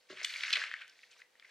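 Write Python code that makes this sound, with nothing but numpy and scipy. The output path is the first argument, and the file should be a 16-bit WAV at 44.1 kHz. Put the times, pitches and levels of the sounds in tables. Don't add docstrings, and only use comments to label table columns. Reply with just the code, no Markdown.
import sys
import numpy as np
from scipy import signal
from scipy.fft import rfft, irfft, next_fast_len
from scipy.io import wavfile

SR = 44100
rng = np.random.default_rng(int(sys.argv[2]) if len(sys.argv) > 2 else 0)


def put_to_file(sound):
    columns = np.atleast_2d(sound).T
    safe = np.clip(columns, -1, 1)
    whole_steps = np.round(safe * 32767)
    wavfile.write(sys.argv[1], SR, whole_steps.astype(np.int16))


N = 66150
T = np.arange(N) / SR


def from_db(db):
    return 10 ** (np.asarray(db) / 20)


def rms_one(x):
    return x / np.sqrt(np.mean(x ** 2) + 1e-20)


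def cut(x, hz, kind, order=2):
    sos = signal.butter(order, min(hz, .45 * SR), kind, fs=SR, output="sos")
    return signal.sosfilt(sos, x)


def colour(x, points):
    size = 2 * next_fast_len(N)
    hz, db = np.transpose(points)
    freq = np.maximum(np.arange(size // 2 + 1) * SR / size, 1)
    gain = from_db(np.interp(np.log(freq), np.log(hz), db))
    cepstrum = irfft(np.log(gain))
    cepstrum[1:size // 2] *= 2
    cepstrum[size // 2 + 1:] = 0
    response = np.exp(rfft(cepstrum))
    return irfft(rfft(x, size) * response)[..., :N]


LEFT_DB, PAN_SPREAD_DB, LEAD_US, LEAD_SPREAD_US = 0.9, 1.05, 12.5, 14.7
RISE_CYCLES = 0.14


def pops(start_s, height, hz, cycles, size=384):
    spot = rng.standard_normal((len(start_s), 2))
    pan_db = LEFT_DB + PAN_SPREAD_DB * spot[:, 0]
    lead_s = (LEAD_US + LEAD_SPREAD_US * spot[:, 1]) / 10 ** 6
    index = np.maximum(start_s * SR, 0).astype(int)[:, None] + np.arange(size)
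    decay_per_cycle = np.float32(np.log(1000) / np.reshape(cycles, (-1, 1)))
    channels = []
    for side in (1, -1):
        onset_s = (start_s - side * lead_s / 2)[:, None]
        turns = (np.maximum(index / SR - onset_s, 0) * hz[:, None]).astype("f4")
        decay = np.minimum(turns * decay_per_cycle, 20)
        wave = np.sin(2 * np.pi * turns) * np.exp(-decay) * np.tanh(turns / RISE_CYCLES)
        wave = wave * (height * from_db(side * pan_db / 2))[:, None]
        channels.append(np.bincount(index.ravel(), wave.ravel(), N)[:N])
    return np.array(channels)


def sizes(count, spread_db):
    chance = rng.random((count, 2))
    size_db = spread_db * np.minimum(-np.log(1 - chance[:, 0]), 4.5)
    return from_db(size_db) * np.sign(chance[:, 1] - .5)


# time in seconds, body in dB, treble in dB, both before RUSTLE_DB.
RUSTLE_LEVELS = [(0, -74.5, -73), (0.085, -76, -74), (0.099, -48, -52.5), (0.154, -55, -58),
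                 (.2, -45.5, -51.5), (.283, -49.5, -49), (0.351, -46, -47), (.42, -43, -45),
                 (.5, -39.5, -43.5), (.615, -39.5, -44), (0.689, -46, -55), (.78, -53.5, -61),
                 (.822, -49.5, -59), (0.854, -57.5, -66), (.95, -69, -68.5), (1.04, -72, -65),
                 (1.094, -69.5, -70), (1.116, -65.5, -71), (1.16, -70.5, -67.5), (1.205, -59.5, -61.5),
                 (1.25, -97, -91), (1.34, -76, -80), (1.41, -71, -75.5), (1.455, -65, -68.5),
                 (1.5, -63.5, -66)]
# frequency in Hz, gain in dB.
RUSTLE_COLOUR = [(60, -56.5), (200, -37.5), (450, -36), (640, -24.5), (790, -31.5), (1100, -17.5),
                 (1230, -17), (1550, -4.5), (1780, -3.5), (2200, -2.5), (2550, -3.5), (3300, -5),
                 (4400, -3), (6800, -16), (8500, -24.5), (15000, -40.5)]
# time in seconds, gain in dB.
FIZZ_GAIN = [(.2, -9), (.29, 7.5), (.45, -2), (.62, -9), (.8, -2.5), (1.1, 6)]
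TREBLE_FROM_HZ, FIZZ_FROM_HZ = 3070, 10040
GRAIN_SPREAD_DB, GRAIN_CYCLES, RUSTLE_DB = 2.5, 25.7, -0.72


def rustle(count=11000):
    start_s = rng.random(count) * N / SR
    hz = 500 + 14500 * rng.random(count) ** 2
    heights = sizes(count, GRAIN_SPREAD_DB) * hz ** (3 / 4)
    ticks = colour(pops(start_s, heights, hz, GRAIN_CYCLES, size=192), RUSTLE_COLOUR)
    body = rms_one(cut(ticks, TREBLE_FROM_HZ, "low", order=3))
    treble = rms_one(cut(ticks, TREBLE_FROM_HZ, "high", order=3))
    fizz = cut(treble, FIZZ_FROM_HZ, "high", order=3)
    fizz = fizz * from_db(np.interp(T, *np.transpose(FIZZ_GAIN)))
    treble = cut(treble, FIZZ_FROM_HZ, "low", order=3) + fizz
    time_s, body_db, treble_db = np.transpose(RUSTLE_LEVELS)
    body = body * from_db(np.interp(T, time_s, body_db))
    treble = treble * from_db(np.interp(T, time_s, treble_db))
    return from_db(RUSTLE_DB) * (body + treble)


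CRACK_SPREAD_DB, CRACK_CYCLES = 1.94, 25


def run_of_cracks(length_s, low_hz, high_hz, fade_db, start_s, count=30):
    along = (np.arange(count) + rng.random(count)) / count
    hz = rng.permutation(np.geomspace(low_hz, high_hz, count))
    heights = sizes(count, CRACK_SPREAD_DB) * from_db(-fade_db * along)
    cracks = pops(start_s + length_s * along, heights, hz, CRACK_CYCLES)
    return rms_one(cracks) * np.sqrt(abs(length_s) * SR / N)


# start in seconds, length in seconds, level in dB before echo and band
# limits, lowest pitch in Hz, highest pitch in Hz, fade over the run in dB (negative swells).
CRUNCHES = [(0.1704, .004, -44, 1300, 3500, -13), (.2132, 0.00206, -37, 1876, 2450, -8),
            (0.2301, 0.0088, -44.5, 4900, 6860, -2), (0.2451, 0.0045, -28, 2000, 3480, 0),
            (0.2457, 0.0041, -32, 4320, 8200, -2), (.246, .019, -52.5, 7400, 13900, 15),
            (0.2973, 0.0025, -41, 1880, 4250, 11.5), (.303, 0.00307, -39, 1960, 3970, -1),
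            (0.3377, .003, -36.5, 2000, 3930, 4), (0.358, .006, -38, 2010, 2370, -1),
            (0.407, .002, -34, 1650, 3800, 12), (0.4337, 0.0045, -29, 1460, 4300, -3.5),
            (.5275, .012, -25, 2430, 5230, 2.5), (0.5541, .007, -28.5, 1980, 4230, -1),
            (0.5687, 0.00253, -27.5, 1770, 3850, 3), (0.614, 0.0065, -34, 1400, 1960, -9),
            (0.808, .012, -46.5, 1380, 3220, -10), (0.8784, 0.0024, -54.5, 1960, 12000, -5),
            (0.895, 0.0035, -55, 4430, 5500, -7), (1.032, .01, -53.5, 1870, 2810, 11),
            (1.109, 0.032, -62, 2550, 8150, 4), (1.152, .015, -62, 750, 1190, -7),
            (1.2171, 0.0035, -48, 1960, 2950, 5), (1.3966, 0.0021, -51, 1810, 4600, -9),
            (1.4237, 0.0032, -53.5, 1690, 2400, 2), (1.445, 0.01, -54, 1650, 2350, -2)]


def crunches():
    total = np.zeros((2, N))
    for start_s, length_s, db, low_hz, high_hz, fade_db in CRUNCHES:
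        total += from_db(db) * run_of_cracks(length_s, low_hz, high_hz, fade_db, start_s)
    return total


# start in seconds, height in dB before the band limits, pitch in Hz,
# ring to -60 dB in cycles.
SNAPS = [(0.2306, -30, 2380, 9.6), (.4812, -29, 2520, 14), (0.5061, -14.5, 3020, 5.2),
         (.5174, -26.5, 3170, 8.5), (0.5707, -9.5, 1980, 2.4), (0.5963, -26, 1730, 9),
         (.6394, -15, 1970, 5.6), (0.7144, -24, 1796, 12), (0.7397, -19.5, 1867, 12.3),
         (0.769, -40.5, 1730, 6.6), (0.9914, -46.5, 2250, 20), (1.3542, -54, 1920, 36)]


def snaps():
    start_s, db, hz, cycles = np.transpose(SNAPS)
    return pops(start_s, from_db(db), hz, cycles)


WALL_ECHO_S, WALL_ECHO_DB = 0.000931, -14.5


def wall_echo(x):
    echo = np.array([np.interp(T - WALL_ECHO_S, T, channel, left=0) for channel in x])
    return x + from_db(WALL_ECHO_DB) * echo


# start in seconds, length in seconds, level in dB before the
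# edge filters, upper edge in Hz, lower edge in Hz.
BUMPS = [(.097, 0.0092, -55, 600, 69.6), (0.117, 0.022, -57.5, 604, 71), (0.21, 0.0098, -63.5, 900, 440),
         (0.564, 0.011, -50, 1100, 616), (0.601, 0.006, -55, 650, 596), (0.61, 0.0097, -57.5, 655, 604)]
# frequency in Hz, level in dB, decay to -60 dB in seconds.
BOWL_MODES = [(67.4, -21, 0.18), (124.8, -18.5, 0.32), (199.7, -5, 0.15), (275, -1, 0.11), (380, 5.5, 0.12),
              (470, 2, 0.12), (613.5, 8, 0.06), (1118, 11.5, 0.042)]


def bowl():
    pushes = np.zeros(N)
    for start_s, length_s, db, high_hz, low_hz in BUMPS:
        swell = np.sin(np.pi * np.clip((T - start_s) / length_s, 0, 1))
        grit = rms_one(rng.standard_normal(N) * swell) / np.sqrt(N)
        grit = cut(cut(grit, high_hz, "low"), low_hz, "high", order=6)
        pushes += from_db(db) * grit
    ring = np.zeros(N)
    for k, (hz, db, t60_s) in enumerate(BOWL_MODES):
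        mode = np.sin(2 * np.pi * hz * T) * np.exp(-np.log(1000) * T / t60_s)
        ring += from_db(db) * mode * (-1) ** k
    return signal.fftconvolve(pushes, ring)[:N] * from_db([[LEFT_DB / 2], [-LEFT_DB / 2]])


ROOM_T60_S, ROOM_DB, ROOM_SIDE_DB, ROOM_DELAY_S = 0.33, -9.5, -13.5, 0.0025


def kitchen(x):
    decay = np.exp(-np.log(1000) * T / ROOM_T60_S) * (T > ROOM_DELAY_S)
    mid, side = rng.standard_normal((2, N)) * decay
    tail = rms_one(mid + from_db(ROOM_SIDE_DB) * side * [[1], [-1]]) / np.sqrt(N)
    return from_db(ROOM_DB) * signal.fftconvolve(x, tail, axes=1)[:, :N]


SIDE_LIFT_DB, SIDE_LIFT_HZ = -4.5, 10000


def widen(x):
    side = (x[0] - x[1]) / 2
    return x + from_db(SIDE_LIFT_DB) * cut(side, SIDE_LIFT_HZ, "high", order=1) * [[1], [-1]]


# frequency in Hz, relative level in dB.
AIR_COLOUR = [(30, -14), (70, -13.5), (130, -12.5), (280, -7.5), (400, -2), (490, 1.5), (570, -0.5),
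              (1000, -3.5), (2000, -5), (3300, -5), (8000, -13), (15000, -22.5)]
AIR_DB, AIR_SIDE_DB, AIR_SPLIT_HZ = -73, -5, 10000


def air():
    mid, side, hiss = rng.standard_normal((3, N))
    side = from_db(AIR_SIDE_DB) * side + cut(hiss, AIR_SPLIT_HZ, "high", order=1)
    return from_db(AIR_DB) * rms_one(colour(mid + side * [[1], [-1]], AIR_COLOUR))


HUM_HZ, HUM_WIDTH_HZ, HUM_DB = 501.2, 15, -86


def hum():
    b, a = signal.iirpeak(HUM_HZ, HUM_HZ / HUM_WIDTH_HZ, fs=SR)
    return from_db(HUM_DB) * rms_one(signal.lfilter(b, a, rng.standard_normal(N)))


CRISP_LOW_HZ, CRISP_HIGH_HZ = 1350, 9200


def scene():
    breaking = wall_echo(crunches()) + snaps()
    breaking = cut(breaking, CRISP_LOW_HZ, "high", order=4)
    breaking = cut(breaking, CRISP_HIGH_HZ, "low", order=1)
    close = rustle() + breaking + bowl()
    return widen(close + kitchen(close)) + air() + hum()


CUTOFF_HZ = 15750


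def record(dry):
    sos = signal.ellip(10, .1, 70, CUTOFF_HZ, fs=SR, output="sos")
    return signal.sosfilt(sos, dry)


dry = scene()
out = record(dry)
put_to_file(out)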